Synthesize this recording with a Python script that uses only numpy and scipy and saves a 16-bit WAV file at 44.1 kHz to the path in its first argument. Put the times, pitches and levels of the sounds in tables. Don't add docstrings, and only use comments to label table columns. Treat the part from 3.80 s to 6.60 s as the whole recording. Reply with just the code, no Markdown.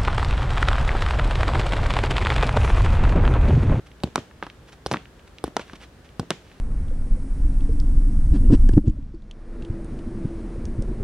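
import sys
import numpy as np
from scipy import signal
from scipy.fft import rfft, irfft
from scipy.io import wavfile

SR = 44100
rng = np.random.default_rng(int(sys.argv[2]) if len(sys.argv) > 2 else 0)


def to_wav(sig):
    pcm = np.clip(np.atleast_2d(sig), -1, 1) * 32767
    pcm = np.round(pcm).astype(np.int16)
    wavfile.write(sys.argv[1], SR, pcm.T)


N = 123479

# t/s, thud level/dB, thud f/Hz, thud delay/s, knock level/dB, knock f/Hz,
# ring level/dB, tick level/dB, tick f/Hz, sizzle level/dB, contact time/s, ground echo delay/s,
# release level/dB, sizzle width/octaves
KICKS = [(0.2357, -19.5, 144, 0.00463, -33.5, 463, -28, -29, 3180, -39.5, 0.0016, .00025, -39, 0.94),
         (1.0625, -33.5, 125, 0.0012, -33, 426, -27.5, -30, 4500, -68, 0.0004, 0.00021, -34, 1.8),
         (1.6406, -30, 108, 0.00094, -25, 364, -25.5, -35.5, 3900, -28, 0.00061, 0.00024, -44, 0.34),
         (2.3963, -21.5, 178, 0.00045, -27, 375, -27.5, -33, 5150, -45, 0.0018, .00023, -47.5, 1.1)]
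# f/Hz, level/dB, time to fade by 60 dB/s
BALL_NOTES = [(560, -22, 0.054), (795, 8, 0.019), (1080, 11, 0.0096), (1463, -1.5, 0.027)]
# t/s, thud level/dB, thud f/Hz, slap level/dB, slap f/Hz, crack level/dB, crack f/Hz,
# sizzle level/dB, decay time/s
STEPS_AND_EARLY_ECHOES = [(0.2547, -55, 230, -45, 480, -63, 3500, -68, 0.0028),
                          (.2740, -37, 300, -64, 516, -67, 3000, -75, .001),
                          (0.3579, -23.5, 236, -18, 815, -21.5, 4950, -51, 0.00093),
                          (0.3713, -59, 300, -41, 1020, -61, 2580, -70, .001),
                          (0.3795, -24, 335, -30, 820, -44, 1980, -70, 0.00056),
                          (0.3895, -31, 135, -61, 500, -46, 4000, -63, 0.0086),
                          (0.6265, -31.5, 440, -27, 970, -61, 2220, -74, 0.00027),
                          (0.6354, -36.5, 214, -38, 860, -42.5, 2500, -65, 0.0086),
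                          (0.6668, -40, 198, -36.5, 920, -47, 2520, -61, 0.0019),
                          (1.114, -25.5, 291, -21, 556, -28.5, 3340, -61, 0.0024),
                          (1.119, -23.5, 184, -29.5, 486, -34.5, 4200, -43, .003),
                          (1.1285, -26.5, 162, -33, 457, -39, 4500, -39.5, 0.0036),
                          (1.1379, -25, 330, -29, 880, -28.5, 2000, -64, 0.0016),
                          (1.1430, -26, 207, -22, 790, -64, 2600, -68, 0.0005),
                          (1.1594, -32, 207, -33.5, 920, -59, 2300, -68, 0.00092),
                          (1.1700, -37, 300, -42.5, 1440, -38.5, 1880, -72, 0.0014),
                          (1.6787, -30.5, 252, -43.5, 560, -52, 2980, -53, 0.0026),
                          (1.7670, -24, 332, -19, 685, -25.5, 4150, -67, 0.0018),
                          (1.7952, -31, 310, -32.5, 1030, -41, 2850, -67, 0.0029),
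                          (1.9337, -35.5, 230, -40.5, 833, -45.5, 2780, -79, 0.0033),
                          (2.4300, -35.5, 230, -47, 504, -81, 3000, -82, .004),
                          (2.5057, -22, 407, -25.5, 970, -22.5, 3740, -31.5, 0.001),
                          (2.51, -25.5, 221, -58, 510, -60, 3500, -62, 0.0018),
                          (2.5153, -33, 206, -34, 1250, -44, 2580, -70, 0.0011)]
# t/s, level/dB, f/Hz
GRIT = [(0.1167, -52.5, 2380), (0.203, -55, 3120), (0.512, -50.5, 1320), (.7003, -44, 2600),
        (1.256, -49, 2040), (1.395, -55, 2490), (1.5846, -43, 3150), (1.8975, -43.5, 1300),
        (2.291, -54.5, 2660), (2.7160, -52.5, 2040)]
# middle t/s, half length/s, level/dB
SCUFFS = [(0.071, 0.0067, -49.5), (0.889, 0.01, -50), (0.932, 0.0073, -45.5), (1.142, 0.015, -43),
          (1.479, 0.0036, -49.5), (1.663, 0.0098, -47), (1.815, 0.0095, -42), (1.9, 0.032, -51.5),
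          (1.959, 0.0053, -46), (2.029, 0.016, -43.5), (2.257, 0.011, -53), (2.707, 0.089, -58.5)]
# f/Hz, level/dB
SCUFF_COLOUR = [(300, -0.5), (900, 1.5), (3000, -0.5), (5000, -4.5), (9000, -8.5), (15000, -26)]
# f/Hz, level/dB
MICROPHONE = [(1000, -0.5), (2800, 1.5), (4000, -2), (4900, -4.5), (5700, -1.5), (7400, -8.5), (8600, -5.5),
              (12000, -5), (16000, -1)]
# f/Hz, level/dB
BALANCE = [(200, 0.7), (900, -0.2), (2500, -1.5), (5000, -2.5), (12000, -2.5)]
# f/Hz, level/dB
ECHO_COLOUR = [(60, -18), (200, -16), (500, -20.5), (1200, -22), (3000, -12.5), (6000, -23), (14000, -43)]
# f/Hz, time to fade by 60 dB/s
ECHO_FADE = [(100, 0.18), (1000, 0.28), (4000, 0.32), (12000, 0.37)]
# f/Hz, level/dB
RUMBLE_COLOUR = [(22, -18), (31, -22), (42, -2.5), (60, 2.5), (85, -4.5), (125, -4), (190, -9), (300, -10),
                 (430, -11.5), (650, -17), (1000, -20.5), (1600, -20), (2200, -26.5), (3300, -27.5),
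                 (5000, -32.5), (8000, -36.5), (12000, -41.5), (16000, -49.5)]
# f/Hz, likeness (0 unrelated, 1 the same)
PARK_LIKENESS = [(100, .99), (500, 0.84), (1500, 0.44), (4000, 0.18), (12000, 0.067)]

LEVEL_WINDOW_S, HIT_LENGTH_S = .008, .08
GROUND_ECHO_SHARE = .7


def kicks():
    out, t = np.zeros(N), np.arange(N) / SR
    for (s, thud_db, thud_hz, thud_delay_s, knock_db, knock_hz, ring_db, tick_db, tick_hz,
         sizzle_db, contact_s, echo_s, release_db, sizzle_octaves) in KICKS:
        kick = np.zeros(N)
        tick = impact(tick_db, tick_hz, octaves=1.17, rough=1.0, decay_s=contact_s)
        add(kick, s, tick + sizzle(sizzle_db, contact_s, sizzle_octaves))
        knock = impact(knock_db, knock_hz, octaves=0.75, rough=0.26, decay_s=0.0071)
        add(kick, s, knock + from_db(ring_db) * ball_ring())
        release = impact(release_db, hz=4200, octaves=2.4, rough=3.4, decay_s=0.002)
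        add(kick, s + .0046, release)
        thud = impact(thud_db, thud_hz, octaves=2, rough=.15, decay_s=0.01)
        add(kick, s + thud_delay_s, thud)
        push = impact(db=-37.5, hz=74.6, octaves=0.64, rough=0.19, decay_s=0.0056)
        add(kick, s + 0.0032, push)
        ground_echo = GROUND_ECHO_SHARE * np.interp(t - echo_s, t, kick)
        out += (kick + ground_echo) / np.hypot(1, GROUND_ECHO_SHARE)
    return out


def ball_ring():
    t = np.arange(int(HIT_LENGTH_S * SR)) / SR
    ring = 0
    for hz, db, fade_s in BALL_NOTES:
        fade = from_db(db + rng.normal(0, 0.5) - 60 * t / fade_s)
        ring += fade * np.sin(2 * np.pi * hz * t)
    return unit_energy(ring)


def steps_and_early_echoes():
    out = np.zeros(N)
    for (s, thud_db, thud_hz, slap_db, slap_hz,
         crack_db, crack_hz, sizzle_db, decay_s) in STEPS_AND_EARLY_ECHOES:
        crack = impact(crack_db, crack_hz, octaves=1.6, rough=0.72, decay_s=decay_s)
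        crack += sizzle(sizzle_db, decay_s, octaves=0.49)
        slap = impact(slap_db, slap_hz, octaves=1.406, rough=0.71, decay_s=decay_s + 0.0017)
        thud = impact(thud_db, thud_hz, octaves=1.56, rough=0.48, decay_s=0.0053)
        add(out, s, crack + slap + thud)
    return out


def grit():
    out = np.zeros(N)
    for s, db, hz in GRIT:
        add(out, s, impact(db, hz, octaves=1.19, rough=0.47, decay_s=0.0029))
    return out


def scuffs():
    t = np.arange(N) / SR
    rubbing = grainy(rng.standard_normal(N), grain_db=4.5)
    swells = sum(from_db(db) * np.exp(-((t - s) / half_s) ** 2 / 2) for s, half_s, db in SCUFFS)
    return coloured(rubbing, SCUFF_COLOUR) * swells


def park_echoes(player):
    t = np.arange(SR // 2) / SR
    rise = 1 - np.exp(-(t / 0.012) ** 2)
    noises = (park_noise(), park_noise())
    tail = 0
    for k, hz in enumerate(85 * 2. ** np.arange(8)):
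        fade = unit_energy(rise * from_db(-60 * t / at_hz(ECHO_FADE, hz)))
        power = np.abs(signal.fftconvolve(band(player, hz, octaves=1) ** 2, fade ** 2)[:N])
        hiss = band(grainy(noises[k % 2], grain_db=2), hz, octaves=0.87)
        tail += from_db(at_hz(ECHO_COLOUR, hz)) * np.sqrt(power) * hiss / hiss.std()
    return tail


def distant_rumble():
    return from_db(-49) * coloured(park_noise(), RUMBLE_COLOUR)


def park_noise():
    shared, side = rfft(rng.standard_normal((2, N)))
    likeness = at_hz(PARK_LIKENESS, np.fft.rfftfreq(N, 1 / SR))
    opposite = side * [[1], [-1]]
    return irfft(np.sqrt((1 + likeness) / 2) * shared + np.sqrt((1 - likeness) / 2) * opposite, N)


def impact(db, hz, octaves, rough, decay_s):
    size = int(HIT_LENGTH_S * SR)
    t = np.arange(size) / SR
    shudder = rng.standard_normal(size) * np.exp(-t / decay_s) * (1 - np.exp(-2 * t / decay_s))
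    shudder = irfft(np.exp(1j * np.angle(rfft(shudder, 2 * size))))[:size]
    shudder *= np.exp(-t / (10 * decay_s))
    shudder = unit_energy(band(shudder, hz, octaves))
    pulse = unit_energy(band(1. * (t == 0), hz, octaves))
    return from_db(db) * unit_energy(pulse + rough * shudder)


def sizzle(db, decay_s, octaves):
    return -impact(db, hz=9600, octaves=octaves, rough=0.53, decay_s=decay_s)


def add(track, s, sound):
    start = int(s * SR)
    track[start:start + len(sound)] += (sound * np.sqrt(LEVEL_WINDOW_S * SR))[:N - start]


def band(x, hz, octaves):
    half = 2 ** (octaves / 2)
    edges = [hz / half, min(hz * half, .45 * SR)]
    return signal.sosfilt(signal.butter(2, edges, "band", fs=SR, output="sos"), x + 1e-18)


def grainy(noise, grain_db):
    return noise * from_db(grain_db * np.minimum(rng.exponential(1, N), 5))


def filtered(x, table):
    return irfft(rfft(x) * from_db(at_hz(table, np.fft.rfftfreq(N, 1 / SR))), N)


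def coloured(noise, table):
    shaped = filtered(noise, table)
    return shaped / shaped.std()


def at_hz(table, hz):
    row_hz, values = np.transpose(table)
    return np.interp(np.log(np.maximum(hz, 1)), np.log(row_hz), values)


def from_db(db):
    return 10 ** (np.asarray(db) / 20)


def unit_energy(x):
    return x / np.sqrt(np.sum(x ** 2) + 1e-20)


def to_the_right(x, left_lag_s=.000032):
    hz = np.fft.rfftfreq(N, 1 / SR)
    pan = from_db(at_hz(BALANCE, hz) / 2)
    lag = np.exp(-2j * np.pi * hz * left_lag_s)
    return irfft(rfft(x) * np.array([pan * lag, 1 / pan]), N)


def scene():
    player = kicks() + steps_and_early_echoes() + grit() + scuffs()
    nearby = to_the_right(filtered(player, MICROPHONE))
    return nearby + park_echoes(player) + distant_rumble()


def record(dry, cutoff_hz=16200):
    return signal.sosfilt(signal.ellip(10, .1, 80, cutoff_hz, fs=SR, output="sos"), dry)


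dry = scene()
out = record(dry)
to_wav(out)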